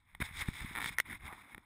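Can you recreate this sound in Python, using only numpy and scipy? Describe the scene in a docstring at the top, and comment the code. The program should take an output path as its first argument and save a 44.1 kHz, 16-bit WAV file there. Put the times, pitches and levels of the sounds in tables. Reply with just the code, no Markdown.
"""A click and a scuff, then rubbing, a stick-slip creak and two hard snaps: a hand shifts its grip
on a small camera held low in rough grass. Friction, slips and snaps ring through the camera's case;
soft knocks and moving air thud on the microphone, which overloads on the snaps.
The camera's low sample rate adds a glassy treble."""
import sys
import numpy as np
from scipy import signal
from scipy.fft import rfft, irfft
from scipy.io import wavfile

SR = 44100
rng = np.random.default_rng(int(sys.argv[2]) if len(sys.argv) > 2 else 0)


def wav_record(signal):
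    """Record a signal, one row per channel, as 16-bit PCM in the file named by sys.argv[1]."""
    frames = np.transpose(np.atleast_2d(signal))
    bounded = np.clip(frames, -1, 1)
    # unit amplitude maps onto the largest positive 16-bit level
    quanta = np.round(bounded * 32767).astype(np.int16)
    wavfile.write(sys.argv[1], SR, quanta)


N = 72765
TIME = np.arange(N) / SR
MIC_TOP_HZ = 5770


RUB_DB, RUB_TOP_HZ, GRIT_DB, GRIT_LOW_HZ = -2, 2560, -2, 2910
HISS_DB, HISS_AT_GRIT_DB, HISS_DB_PER_DB, HISS_LOW_HZ = -54.5, -43, 2.7, 4450
# Strokes along the case: t/s, relative rub level/dB, relative grit level/dB
STROKES = [(0, -77, -78.5), (.045, -79.5, -85), (.085, -67, -77), (.2, -72.5, -80), (.203, -41.5, -49),
           (.223, -28.5, -49), (.232, -46, -50), (.26, -47.5, -49), (.285, -50.5, -58),
           (.325, -54.5, -63.5), (.36, -45, -49.5), (.395, -44, -42.5), (.417, -35, -42),
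           (.452, -52.5, -58), (.485, -48, -49.5), (.525, -56, -59), (.537, -49, -51.5), (.61, -46.5, -50),
           (.67, -49, -55), (.745, -48.5, -56.5), (.8, -50, -54), (.835, -48, -44.5), (.862, -46, -43),
           (.893, -39.5, -43), (.905, -54.5, -61), (.918, -48.5, -54), (.94, -51, -55), (.956, -60, -78),
           (1.008, -55, -55.5), (1.037, -72.5, -79.5), (1.065, -46.5, -64), (1.085, -51.5, -58.5),
           (1.125, -42, -59), (1.17, -54, -61.5), (1.187, -70.5, -77), (1.2, -61, -70), (1.235, -52.5, -64),
           (1.265, -44.5, -55), (1.312, -57, -69), (1.333, -50.5, -63), (1.352, -61.5, -64),
           (1.4, -55.5, -63.5), (1.47, -62, -71), (1.53, -53.5, -64), (1.545, -69.5, -74.5),
           (1.65, -72, -79)]

def rubbing():
    """Friction through the case gives a dull rub and a gritty brush; the fastest strokes add hiss."""
    rub_db, grit_db = envelopes(STROKES)
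    hiss_db = HISS_DB + HISS_DB_PER_DB * (grit_db - HISS_AT_GRIT_DB)
    rub = unit_rms(case(cut(friction(), RUB_TOP_HZ, order=4)))
    grit = unit_rms(cut(case(friction()), GRIT_LOW_HZ, "high", order=3))
    treble = cut(rng.standard_normal(N), HISS_LOW_HZ, "high", order=4)
    hiss = unit_rms(cut(treble, MIC_TOP_HZ, order=4))
    return from_db(RUB_DB + rub_db) * rub + from_db(GRIT_DB + grit_db) * grit + from_db(hiss_db) * hiss


SNAP_CASE_DB, SNAP_RING_DB, CRUNCH_DB, CRUNCH_DECAY_S = 10.5, 14.5, -5.5, 0.0015
# Case snapping under the grip: t/s, relative level/dB, low-pass f/Hz
CASE_SNAPS = [(0.1494, -37, 1100), (0.9847, -12, 1520), (0.9926, -29.5, 3000), (1.0003, -12, 5300)]

def snaps():
    """A hard release with a brief crunch sets the case and one stiff panel ringing."""
    out, hit = np.zeros(N), impulse()
    ring = from_db(SNAP_RING_DB) * panel()
    decay = np.exp(-TIME[:len(hit)] / CRUNCH_DECAY_S)
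    for start_s, db, top_hz in CASE_SNAPS:
        crunch = from_db(CRUNCH_DB) * rng.standard_normal(len(hit)) * decay
        body = from_db(SNAP_CASE_DB) * unit_energy(case(cut(hit + crunch, top_hz)))
        add(out, start_s, from_db(db) * (body + ring))
    return out


TICK_CASE_DB, TICK_RING_DB, REBOUND_S, REBOUND_DB = 14.5, 4, 0.002268, -10
# Slips of the grip: t/s, relative level/dB, low-pass f/Hz
SLIPS = [(0.202, -40, 3920), (0.2234, -33.5, 3880), (.4152, -44, 2500), (.485, -33, 1970),
         (.6068, -39, 2500), (0.7528, -29, 2450), (0.7603, -29, 2560), (0.77, -29.5, 2590),
         (0.7767, -29.5, 2540), (.781, -33, 2500), (0.786, -28.5, 2470), (0.8022, -32.5, 2590),
         (0.8067, -30.5, 2580), (0.8171, -29, 2540), (.8256, -28, 2510), (.8436, -25.5, 2950),
         (0.8598, -24.5, 4850), (0.8736, -46, 5000), (1.1212, -40.5, 2430), (1.1294, -34.5, 1790),
         (1.3262, -40, 1460), (1.3315, -40, 1440), (1.5471, -36, 2220), (1.5797, -41, 2340)]

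def ticks():
    """Each slip strikes the case and its panel and rebounds once; a quick run of them is a creak."""
    out = np.zeros(N)
    ring = from_db(TICK_RING_DB) * panel()
    for start_s, db, top_hz in SLIPS:
        body = from_db(TICK_CASE_DB) * unit_energy(case(cut(impulse(), top_hz, order=2)))
        tick = from_db(db) * (body + ring)
        add(out, start_s, tick)
        add(out, start_s + REBOUND_S * rng.uniform(0.93, 1.0), from_db(REBOUND_DB) * tick)
    return out


# Soft knocks on the body: centre t/s, peak level/dB, f/Hz
BODY_KNOCKS = [(.2048, -33, 185), (0.2211, -33, 108), (0.312, -49, 97), (0.4242, -40.5, 65),
               (0.4884, -27, 115), (0.4883, -40.5, 231), (.491, -41, 50), (0.62, -40, 60),
               (.648, -35.5, 139), (0.7123, -43, 178), (0.8621, -43, 151), (.909, -42.5, 114),
               (1.002, -30, 300), (1.329, -45.5, 260), (1.581, -46.5, 245)]

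def knocks():
    """Each knock is one push and pull of air on the microphone."""
    out = np.zeros(N)
    for centre_s, db, hz in BODY_KNOCKS:
        phase = 2 * np.pi * hz * (TIME - centre_s)
        out -= from_db(db) * phase * np.exp((1 - phase ** 2) / 2)
    return out


# Hollow chafe of the later, slower strokes: t/s, level/dB
CHAFE_LEVELS = [(0, -84.5), (.7, -75), (.79, -47.5), (.85, -57), (.9, -75), (1.17, -79.5), (1.28, -56),
                (1.33, -54), (1.37, -63), (1.5, -66.5), (1.65, -74)]

def chafing():
    """Friction that stirs only the case's resonance near 1 kHz."""
    chafe_db, = envelopes(CHAFE_LEVELS)
    return from_db(chafe_db) * unit_rms(resonate(friction(), hz=1015, width_hz=590))


RUMBLE_LOW_HZ, RUMBLE_TOP_HZ = 28.8, 109
# Moving air and hand tremor: t/s, rumble level/dB, boom level/dB
AIR_LEVELS = [(0, -75.5, -89), (.11, -72.5, -88.5), (.14, -58.5, -104), (.195, -68, -82),
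              (.225, -46.5, -59), (.27, -62.5, -87), (.32, -58, -91), (.38, -52, -73.5), (.46, -62, -67),
              (.54, -51.5, -70), (.58, -66, -73), (.62, -45.5, -55), (.69, -56.5, -80), (.78, -58, -54.5),
              (.86, -59, -58.5), (.92, -56, -69), (.97, -64, -82), (1.04, -67, -76), (1.1, -56, -54.5),
              (1.15, -55, -59), (1.18, -64, -78), (1.26, -52.5, -60.5), (1.33, -65.5, -72),
              (1.38, -67, -68.5), (1.5, -78, -71.5), (1.55, -60, -64), (1.65, -77.5, -83)]

def air():
    """Lumpy rumble on the microphone port and a hollow boom from the held body."""
    rumble_db, boom_db = envelopes(AIR_LEVELS)
    white = rng.standard_normal((2, 2 * N))  # first half lets the filters settle
    rumble = cut(cut(white[0], RUMBLE_TOP_HZ, order=3), RUMBLE_LOW_HZ, "high")[N:]
    boom = resonate(white[1], hz=242, width_hz=144)[N:]
    return from_db(rumble_db) * unit_rms(rumble) + from_db(boom_db) * unit_rms(boom)


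def friction(catches_per_s=20000, spread_db=1.55, flutter_db=1.83, flutter_top_hz=79):
    """Dense tiny catches of uneven size, fluttering in strength."""
    sizes = from_db(spread_db * np.minimum(rng.exponential(1, N), 5))
    signs = rng.choice([-1, 1], N)
    flutter = unit_rms(cut(rng.standard_normal(N), flutter_top_hz, order=2))
    caught = rng.random(N) < catches_per_s / SR
    return sizes * signs * caught * from_db(flutter_db * flutter)


# Response of case and microphone port: f/Hz, level/dB
CASE_RESPONSE = [(100, -18.5), (290, -17.5), (580, -22.5), (920, -8), (1450, -8.5), (1850, -3), (2170, 3.5),
                 (2700, -13), (3050, -14.5), (3550, -2.5), (3950, -9.5), (4400, -24), (5250, -13),
                 (6000, -27), (7000, -33.5)]

def case(x, taps=2048):
    """A contact rings through the case's resonances, as a minimum-phase filter."""
    hz, db = np.transpose(CASE_RESPONSE)
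    bin_hz = np.fft.rfftfreq(taps, 1 / SR)
    gain = from_db(np.interp(np.log(bin_hz + 1), np.log(hz), db))
    cepstrum = irfft(np.log(gain))
    causal = np.r_[cepstrum[0], 2 * cepstrum[1:taps // 2]]
    ring = irfft(np.exp(rfft(causal, taps)))
    return signal.fftconvolve(x, ring)[:len(x)]


# Modes of a stiff panel: f/Hz, width/Hz, relative level/dB
PANEL_MODES = [(1402, 260, -17.5), (1972, 343, 0)]

def panel():
    """The struck panel swells quickly and rings for a few cycles, its modes opposite in sign."""
    modes = [(-1) ** k * from_db(db) * resonate(impulse(), hz, width_hz)
             for k, (hz, width_hz, db) in enumerate(PANEL_MODES)]
    return unit_energy(sum(modes))


def from_db(db):
    """Decibels to gain."""
    return 10 ** (np.asarray(db) / 20)


def unit_rms(x):
    """Scale to rms 1."""
    return x / np.sqrt(np.mean(x ** 2) + 1e-20)


def unit_energy(x):
    """Scale to energy 1."""
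    return x / np.sqrt(np.sum(x ** 2))


def envelopes(rows):
    """Each level column, interpolated to every sample."""
    times_s, *columns = np.transpose(rows)
    return [np.interp(TIME, times_s, column) for column in columns]


def cut(x, hz, kind="low", order=1):
    """Butterworth low- or high-pass."""
    return signal.sosfilt(signal.butter(order, hz, kind, fs=SR, output="sos"), x)


def resonate(x, hz, width_hz):
    """Band-pass resonance with peak gain 1."""
    top_hz = (width_hz + np.sqrt(width_hz ** 2 + 4 * hz ** 2)) / 2
    band = signal.butter(2, [top_hz - width_hz, top_hz], "band", fs=SR, output="sos")
    return signal.sosfilt(band, x + 1e-18)


def impulse():
    """One unit sample, then silence."""
    return signal.unit_impulse(2048)


def add(out, start_s, sound):
    """Mix a short sound in at start_s."""
    i = int(start_s * SR)
    out[i:i + len(sound)] += sound[:N - i]


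def scene():
    """All sources at the one microphone."""
    return (rubbing() + chafing() + ticks() + snaps() + knocks() + air())[None]


CLIP_LEVEL, SAMPLE_HZ, OUTPUT_TOP_HZ = 0.087, 12000, 15400

def record(dry):
    """The input clips the hardest peaks; a slow sample-and-hold mirrors the mids into a glassy treble."""
    hz = np.fft.rfftfreq(N, 1 / SR)
    clipped = np.clip(dry, -CLIP_LEVEL, CLIP_LEVEL)
    narrow = irfft(rfft(clipped) / np.sqrt(1 + (hz / MIC_TOP_HZ) ** 20), N)
    mirrored = narrow * (1 + 2 * np.cos(2 * np.pi * SAMPLE_HZ * TIME))
    hold_droop = np.sinc(hz / SAMPLE_HZ)
    low_pass = 1 / (1 + (hz / OUTPUT_TOP_HZ) ** 80)
    return irfft(rfft(mirrored) * hold_droop * low_pass, N)


dry = scene()
out = record(dry)
wav_record(out)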